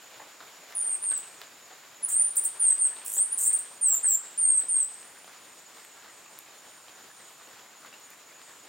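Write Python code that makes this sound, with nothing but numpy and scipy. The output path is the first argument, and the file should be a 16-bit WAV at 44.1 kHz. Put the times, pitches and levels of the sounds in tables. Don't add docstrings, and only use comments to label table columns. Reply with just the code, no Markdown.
import sys
import numpy as np
from scipy import signal
from scipy.fft import rfft, irfft
from scipy.io import wavfile
from scipy.ndimage import uniform_filter1d

SR = 44100
rng = np.random.default_rng(int(sys.argv[2]) if len(sys.argv) > 2 else 0)


def unload_audio(sound):
    columns = np.transpose(np.atleast_2d(sound))
    steps = np.round(np.clip(columns, -1, 1) * 32767)
    wavfile.write(sys.argv[1], SR, steps.astype(np.int16))


def field_ratio(decibels):
    return 10 ** (np.asarray(decibels, dtype=float) / 20)


N = 382788

# (time [s], length [s], level [dB], start pitch [Hz], end pitch [Hz])
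SAGGING_WHISTLES = [
    (0.75, .2, -28, 10100, 8380),
    (1.02, 0.16, -27.5, 9740, 7800),
    (2.787, 0.086, -21.5, 9440, 8060),
    (4.376, 0.23, -22, 9490, 8074),
    (4.684, 0.15, -22.5, 9360, 7990),
]
# (time [s], length [s], level [dB], start pitch [Hz], end pitch [Hz])
DIVING_WHISTLES = [
    (2.595, 0.14, -18.5, 9770, 8164),
    (3.811, 0.16, -18.5, 9360, 7230),
    (4.029, 0.13, -18.5, 9120, 7300),
]
# (time [s], length [s], level [dB], start pitch [Hz], end pitch [Hz])
PIPS = [
    (2.025, .027, -19, 10300, 9600),
    (3.315, .021, -19, 9600, 9550),
]
# (share of fall in the early drop [0-1], bow of the rest [exponent], swell [dB], fade [dB])
SAG_SHAPE, DIVE_SHAPE = (0.44, 0.67, 1.5, 0.5), (0.12, 1.77, -2.5, -3)
PIP_SHAPE = (0, 2, -16, -4)
# (time [s], length [s], level [dB], first pitch [Hz], top pitch [Hz])
CHIPS = [
    (2.356, 0.043, -17, 4330, 9140),
    (2.437, 0.03, -20, 4326, 8850),
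    (3.529, 0.025, -19, 7550, 8780),
    (3.581, 0.018, -27.5, 5400, 8750),
]
# (flip rate [1/s], time of one pitch top [s], start [s], end [s], high setting [Hz])
TRILLS = [
    (225, 2.0885, 2.082, 2.135, 9150),
    (52.8, 3.0858, 3.058, 3.152, 8950),
    (212, 3.392, 3.384, 3.472, 8950),
]
# (squareness [1], choke [dB/kHz], share of the low setting's climb the high one follows [1])
FAST_FLIP, SLOW_FLIP = (0.8, 0.3, 0), (2.6, 7.0, 1.1)
# (time [s], level [dB], low pitch [Hz])
TRILL_BREATHS = [
    [(2.08, -54, 8600), (2.087, -25, 6200), (2.115, -29.5, 6900), (2.135, -22, 8300), (2.17, -22.5, 8850),
     (2.21, -18.5, 9150), (2.277, -25.5, 9180)],
    [(3.048, -27, 4700), (3.057, -26.5, 5400), (3.12, -25, 5750), (3.157, -23, 6900), (3.163, -35, 10600),
     (3.168, -24, 7000), (3.181, -21, 8100), (3.224, -21, 8950), (3.237, -17, 9000)],
    [(3.374, -26.5, 9900), (3.384, -26, 8000), (3.39, -23, 5900), (3.43, -23.5, 6500), (3.47, -19.5, 7600),
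     (3.474, -26.5, 10300), (3.477, -16, 8420), (3.5, -27, 8700), (3.512, -51, 8700)],
]
# (frequency [Hz], gain [dB])
THROAT = [(4000, -35), (5400, -30), (6400, -23), (7300, -5), (8400, 0), (10000, -1), (11500, -4),
          (16500, -1.5)]
OVERTONE_LEVELS = [-15.5, -11.5]
# (frequency [Hz], left minus right [dB])
HEAD_TURN = [(7000, 0), (10000, -1), (12000, -1), (16000, -6.5)]
# (time [s], length [s], start pitch [Hz], end pitch [Hz], level [dB])
RIVALS = [(4.947, 0.11, 9050, 9550, -54), (5.097, 0.16, 9750, 8840, -58.5), (5.35, 0.24, 9750, 7800, -57.5),
          (5.699, 0.15, 9050, 7800, -55.5), (6.074, 0.072, 9400, 7580, -54),
          (6.276, 0.047, 9500, 7900, -55), (6.515, .06, 9735, 9420, -59), (6.598, 0.19, 8470, 9100, -58),
          (6.87, 0.13, 9200, 8870, -63), (7.086, 0.14, 9700, 7980, -54.5), (7.352, 0.073, 9600, 7830, -62),
          (7.74, 0.075, 9000, 9100, -61), (7.957, 0.1, 8130, 8930, -57), (8.375, .12, 9370, 7420, -55),
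          (8.578, 0.087, 9100, 8500, -63)]
# (time [s], peak level [dB], leaf resonance [Hz], brightness [dB])
DROPS = [(0.143, -39, 900, -13), (0.198, -36.5, 970, -38), (0.256, -45, 711, -23),
         (0.405, -32.5, 1540, -17), (0.707, -44, 1010, -19), (0.837, -41, 850, -28),
         (1.016, -41, 1160, -15), (1.116, -34.5, 1660, -22), (1.229, -40, 1350, -2), (1.416, -37, 1260, 0),
         (1.707, -42, 860, -22), (2.209, -41, 2130, -14), (2.707, -41, 1863, -23), (2.914, -40, 1740, -40),
         (2.964, -37, 1060, -8), (3.016, -39, 2600, 0), (3.166, -34.5, 950, -12), (3.713, -41, 1000, -16),
         (3.926, -36, 1420, -16.5), (4.044, -35.5, 1680, -36), (4.616, -39, 676, -11),
         (5.278, -37.5, 1580, -13), (5.769, -41, 1430, -15), (6.023, -41, 1830, -5), (6.882, -41, 3370, -7),
         (7.474, -40.5, 797, -11), (7.594, -40.5, 1300, -10), (7.831, -36.5, 1430, -25),
         (7.861, -40, 595, -11), (7.927, -40.5, 2740, -13)]
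# (time [s], peak level [dB], low part level [dB])
SNAPS = [(0.7068, -49, -48), (0.7244, -47, -42), (1.1155, -38, -37), (1.1268, -53, -43),
         (1.4162, -36.5, -37), (5.0294, -58, -46), (5.245, -50, -45), (5.7998, -53, -48),
         (5.8494, -44, -47), (6.3889, -28.5, -65), (6.8833, -59, -49), (7.861, -45, -53),
         (7.9997, -48, -61), (8.104, -43, -60), (8.4166, -58, -44)]
# (frequency [Hz], width [Hz], level [dB], throb rate [1/s], throb depth [dB])
CRICKETS = [
    (6830, 90, -61, 11.9, 13.0),
    (7000, 200, -67, 11.9, 4.0),
    (7170, 220, -66, 24, 4.0),
    (7350, 180, -66, 35, 4.0),
]
# (frequency [Hz], density [dB per Hz])
WASH_SPECTRUM = [(20, -30), (45, -25), (100, -12.5), (300, -4), (1100, -2), (3200, -6.5), (8000, -10),
                 (10200, -14)]
# (frequency [Hz], likeness [1])
WASH_LIKENESS = [(60, 1), (180, 0.77), (550, 0.85), (1650, 0.9), (4970, 0.62), (15000, 0.11)]
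# (time [s], level [dB])
PATTER = [(0.0, 3), (.5, 3.5), (1.9, 1.5), (2.44, 4), (4.1, 2.5), (5.44, 1.5), (8.68, 0.5)]
# (frequency [Hz], share [0-1])
PATTER_SHARE = [(250, 0), (600, 0.9), (2500, 1), (6000, 0.6)]


def hummingbird():
    song = np.zeros(N)
    whistle_kinds = ((SAGGING_WHISTLES, SAG_SHAPE), (DIVING_WHISTLES, DIVE_SHAPE), (PIPS, PIP_SHAPE))
    for rows, shape in whistle_kinds:
        for row in rows:
            add(song, *whistle(*row, *shape))
    for row in CHIPS:
        add(song, *chip(*row))
    for trill, kind, breath in zip(TRILLS, (FAST_FLIP, SLOW_FLIP, FAST_FLIP), TRILL_BREATHS):
        add(song, *buzz(*trill, *kind, breath))
    song = signal.sosfilt(signal.butter(2, 2500, "high", fs=SR, output="sos"), song)
    dull = signal.sosfilt(signal.butter(3, 11000, fs=SR, output="sos"), song)
    close_scatter = field_ratio(-3.5) * foliage(song, 0.16, 0.0037)
    long_tail = field_ratio(-15.0) * foliage(dull, 0.63, 0.045)
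    out = field_ratio(-2.5) * song + close_scatter + long_tail
    lean_db = read(HEAD_TURN, np.fft.rfftfreq(N, 1 / SR)) * np.array([[0.5], [-0.5]])
    return irfft(rfft(out) * field_ratio(lean_db), N)


def whistle(start, length, db, start_hz, end_hz, drop, bow, swell_db, fade_db):
    t = np.arange(0, length, 1 / SR)
    left = 1 - t / length
    fall = drop * np.exp(-t / 0.022) + (1 - drop) * left ** bow
    hz = end_hz + (start_hz - end_hz) * fall
    scoop = 0.018 * np.exp(-t / 0.0018)
    shutting = 0.076 * np.exp((t - length) / 0.00097)
    attack_db = -9 * np.exp(-t / 0.011)
    level_db = db + attack_db + swell_db * left ** 3.15 + fade_db * (1 - left) ** 4.7
    return start, syrinx(level_db, hz * (1 - scoop - shutting))


def buzz(rate, top, begin, end, high_hz, square, choke_db, follow, breath):
    s, *columns = np.transpose(breath)
    t = np.arange(s[0], s[-1], 1 / SR)
    level_db, low_hz = (uniform_filter1d(np.interp(t, s, c), size=60, mode="nearest") for c in columns)
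    high_hz = high_hz + follow * (low_hz - np.interp(top, t, low_hz))
    trilling = uniform_filter1d(1.0 * ((t > begin) & (t < end)), size=120)
    swing_hz = np.maximum(high_hz - low_hz, 0) * trilling
    wobble = 0.12 * smooth_noise(len(t), 300)
    turn = 2 * np.pi * rate * (t - top) + wobble
    flip = np.tanh(square * np.cos(turn)) / np.tanh(square)
    hz = low_hz + swing_hz * (0.5 + 0.5 * flip) ** 1.5
    hz = hz - 0.07 * swing_hz * np.sin(turn)
    swing_khz = swing_hz / 1000
    choked_db = level_db - choke_db * swing_khz * np.maximum(np.cos(turn - 0.35), 0) ** 2
    return s[0], syrinx(choked_db, hz, strain_db=1.8 * swing_khz)


def chip(start, length, db, first_hz, top_hz):
    rise_s, rise_power, floor_hz = 0.0148, 3.2, 4300
    t = np.arange(0, length, 1 / SR)
    depth_hz = top_hz - floor_hz
    joined = np.log(max(depth_hz / (top_hz - first_hz), 1)) ** (1 / rise_power)
    to_go = np.exp(-(joined + t / rise_s) ** rise_power)
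    level_db = db - 11 * to_go - 80 * t
    return start, syrinx(level_db, top_hz - depth_hz * to_go, strain_db=5.5)


def syrinx(level_db, hz, waver=0.0035, strain_db=0):
    hz = hz * (1 + waver * smooth_noise(len(hz), 60))
    turns = np.cumsum(hz) / SR
    breath_noise = uniform_filter1d(rng.standard_normal(len(hz)), size=150)
    level_db = level_db + 1.5 * evened(uniform_filter1d(breath_noise, size=150))
    out = np.zeros(len(hz))
    partials_db = [0] + [db + strain_db for db in OVERTONE_LEVELS]
    for k, db in enumerate(partials_db, 1):
        audible = k * hz < SR * 0.45
        out += field_ratio(db + read(THROAT, k * hz)) * audible * np.sin(2 * np.pi * k * turns)
    n = np.arange(len(hz))
    edge_s = np.minimum(n, n[::-1]) / SR
    return np.sqrt(2) * field_ratio(level_db) * out * np.clip(edge_s / 0.0015, 0, 1)


def rivals():
    song = np.zeros(N)
    for s, length, start_hz, end_hz, db in RIVALS:
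        u = np.linspace(0, 1, round(length * SR))
        level_db = db + 6 * np.log(np.sin(np.pi * u) + 0.23)
        hz = end_hz + (start_hz - end_hz) * (1 - u) ** 1.5
        add(song, s, syrinx(level_db, hz, 0.0155))
    return foliage(song, 1.0, 0.0045)


def drops():
    out, t = np.zeros(N), np.arange(3000) / SR
    small = rng.random((120, 4)) * [N / SR, 7.0, 2000, 8.0] + [0, -50.5, 604, -19]
    for s, db, hz, bright_db in list(DROPS) + list(small):
        crackle_db = 1.4 * rng.standard_normal(len(t) // 50)
        shake = rng.standard_normal(len(t)) * field_ratio(crackle_db).repeat(50)
        leaf = 0.99 * narrow(shake, hz, 510) + 0.49 * narrow(shake, 1960, 810)
        leaf = leaf + field_ratio(bright_db + 12.0) * narrow(shake, 3450, 3000)
        hit = field_ratio(-60 * t / 0.055) + 1.2 * field_ratio(-60 * t / 0.006)
        late = round(0.019 * rng.uniform(0.6, 1.2) * SR)
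        bounce = field_ratio(-3) * np.roll(hit, late) * (np.arange(len(t)) >= late)
        add(out, s, field_ratio(db + 0.1) * peaked(leaf * (hit + bounce)))
    for s, db, low_db in SNAPS:
        crack = rng.standard_normal(len(t)) + 3 * (t == 0)
        fade = field_ratio(-60 * t / 0.0025) + 0.12 * field_ratio(-60 * t / 0.04)
        high, low = narrow(crack, 12500, 6000), narrow(crack, 3300, 4500)
        add(out, s, field_ratio(db + 6.0) * peaked(high * fade) + field_ratio(low_db + 10.5) * peaked(low * fade))
    out = signal.sosfilt(signal.butter(3, 350, "high", fs=SR, output="sos"), out)
    return out + field_ratio(-10.5) * foliage(out, 0.32, 0.0066)


def crickets():
    out = np.zeros((2, N))
    for hz, width, db, rate, throb_db in CRICKETS:
        drift = 1 + 0.035 * smooth_noise(N, 9000)
        beat = np.sin(2 * np.pi * np.cumsum(rate * drift) / SR)
        throb = field_ratio(-throb_db * np.maximum(beat, 0) ** 2)
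        a, b = rng.standard_normal((2, N))
        ears = np.array([a, 0.97 * a + 0.13 * b])
        out += field_ratio(db) * evened(throb * narrow(ears, hz, width))
    return out


def wash():
    frames, hz = N // 128 + 6, np.fft.rfftfreq(512, 1 / SR)
    a, b, c, d, patches = rng.standard_normal((frames, 257, 5)).T
    patches = uniform_filter1d(patches, size=8, axis=0)
    patches = evened(uniform_filter1d(patches, size=20, axis=1))
    flicker = smooth_noise(frames, 12)
    same = np.clip(read(WASH_LIKENESS, hz), -1, 1)[:, None]
    left = a + 1j * b
    right = same * left + np.sqrt(1 - same ** 2) * (c + 1j * d)
    z = np.array([left, right]) * field_ratio(0.9 * patches + 0.75 * flicker)
    s, db = np.transpose(PATTER)
    swell_db = np.interp(np.arange(frames) * 128 / SR, s, db)
    z *= field_ratio(read(PATTER_SHARE, hz)[:, None] * swell_db)
    noise = signal.istft(z, nperseg=512, noverlap=384)[1][:, :N]
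    color_db = read(WASH_SPECTRUM, np.fft.rfftfreq(N, 1 / SR))
    return field_ratio(-51.5) * evened(irfft(rfft(noise) * field_ratio(color_db), N))


def foliage(x, t60, start):
    taps = np.zeros((2, SR))
    at = np.arange(0, SR - 20, 20) + rng.integers(0, 20, (2, (SR - 1) // 20))
    np.put_along_axis(taps, at, rng.choice([-1., 1.], at.shape), 1)
    t = np.arange(SR) / SR
    taps *= field_ratio(-60 * t / t60) * (1 - np.exp(-t / start))
    taps[1] = 0.6 * taps[0] + 0.73 * taps[1]
    taps /= np.linalg.norm(taps, axis=1, keepdims=True)
    return signal.fftconvolve(x[None], taps, axes=1)[:, :N]


def narrow(x, hz, width):
    r = np.exp(-np.pi * width / SR)
    poles = [1, -2 * r * np.cos(2 * np.pi * hz / SR), r * r]
    return evened(signal.lfilter([1], poles, signal.lfilter([1], poles, x)))


def smooth_noise(count, size):
    return evened(uniform_filter1d(rng.standard_normal(count), size=size))


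def evened(x):
    return x / np.sqrt(np.mean(x ** 2) + 1e-20)


def peaked(x):
    return x / np.max(abs(x))


def read(points, hz):
    f, value = np.transpose(points)
    return np.interp(np.log(hz + 1), np.log(f + 1), value)


def add(mix, s, sound):
    part = mix[round(s * SR):][:len(sound)]
    part += sound[:len(part)]


def scene():
    return hummingbird() + rivals() + drops() + crickets() + wash()


def low_pass(x):
    return signal.sosfilt(signal.butter(12, 17000, fs=SR, output="sos"), x)


def record(dry):
    hz, t, z = signal.stft(dry, SR, nperseg=1024)
    power = (abs(z) ** 2).mean(0)
    band_power = uniform_filter1d(uniform_filter1d(power, size=14, axis=0), size=3, axis=1)
    band_db = 10 * np.log10(band_power + 1e-20)
    loud_db = 10 * np.log10(uniform_filter1d(power.sum(0), size=7, origin=1) + 1e-20)
    chance = rng.standard_normal((len(t) // 4 + 1, 37)).repeat(4, 0).repeat(14, 1)
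    chance = chance.T[:len(hz), :len(t)]
    hz = hz[:, None]
    limit_db = loud_db - 44.5 - 7.0 * np.sqrt(abs(hz - 9600) / 1000) + 2.5 * chance
    z *= np.where((band_db < limit_db) & (hz > 9600), 0.02, 1)
    z *= np.where(hz > 15950, field_ratio(-52), 1)
    mix = signal.istft(z, SR, nperseg=1024)[1][:, :N]
    return low_pass(mix)


dry = scene()
out = record(dry)
unload_audio(out)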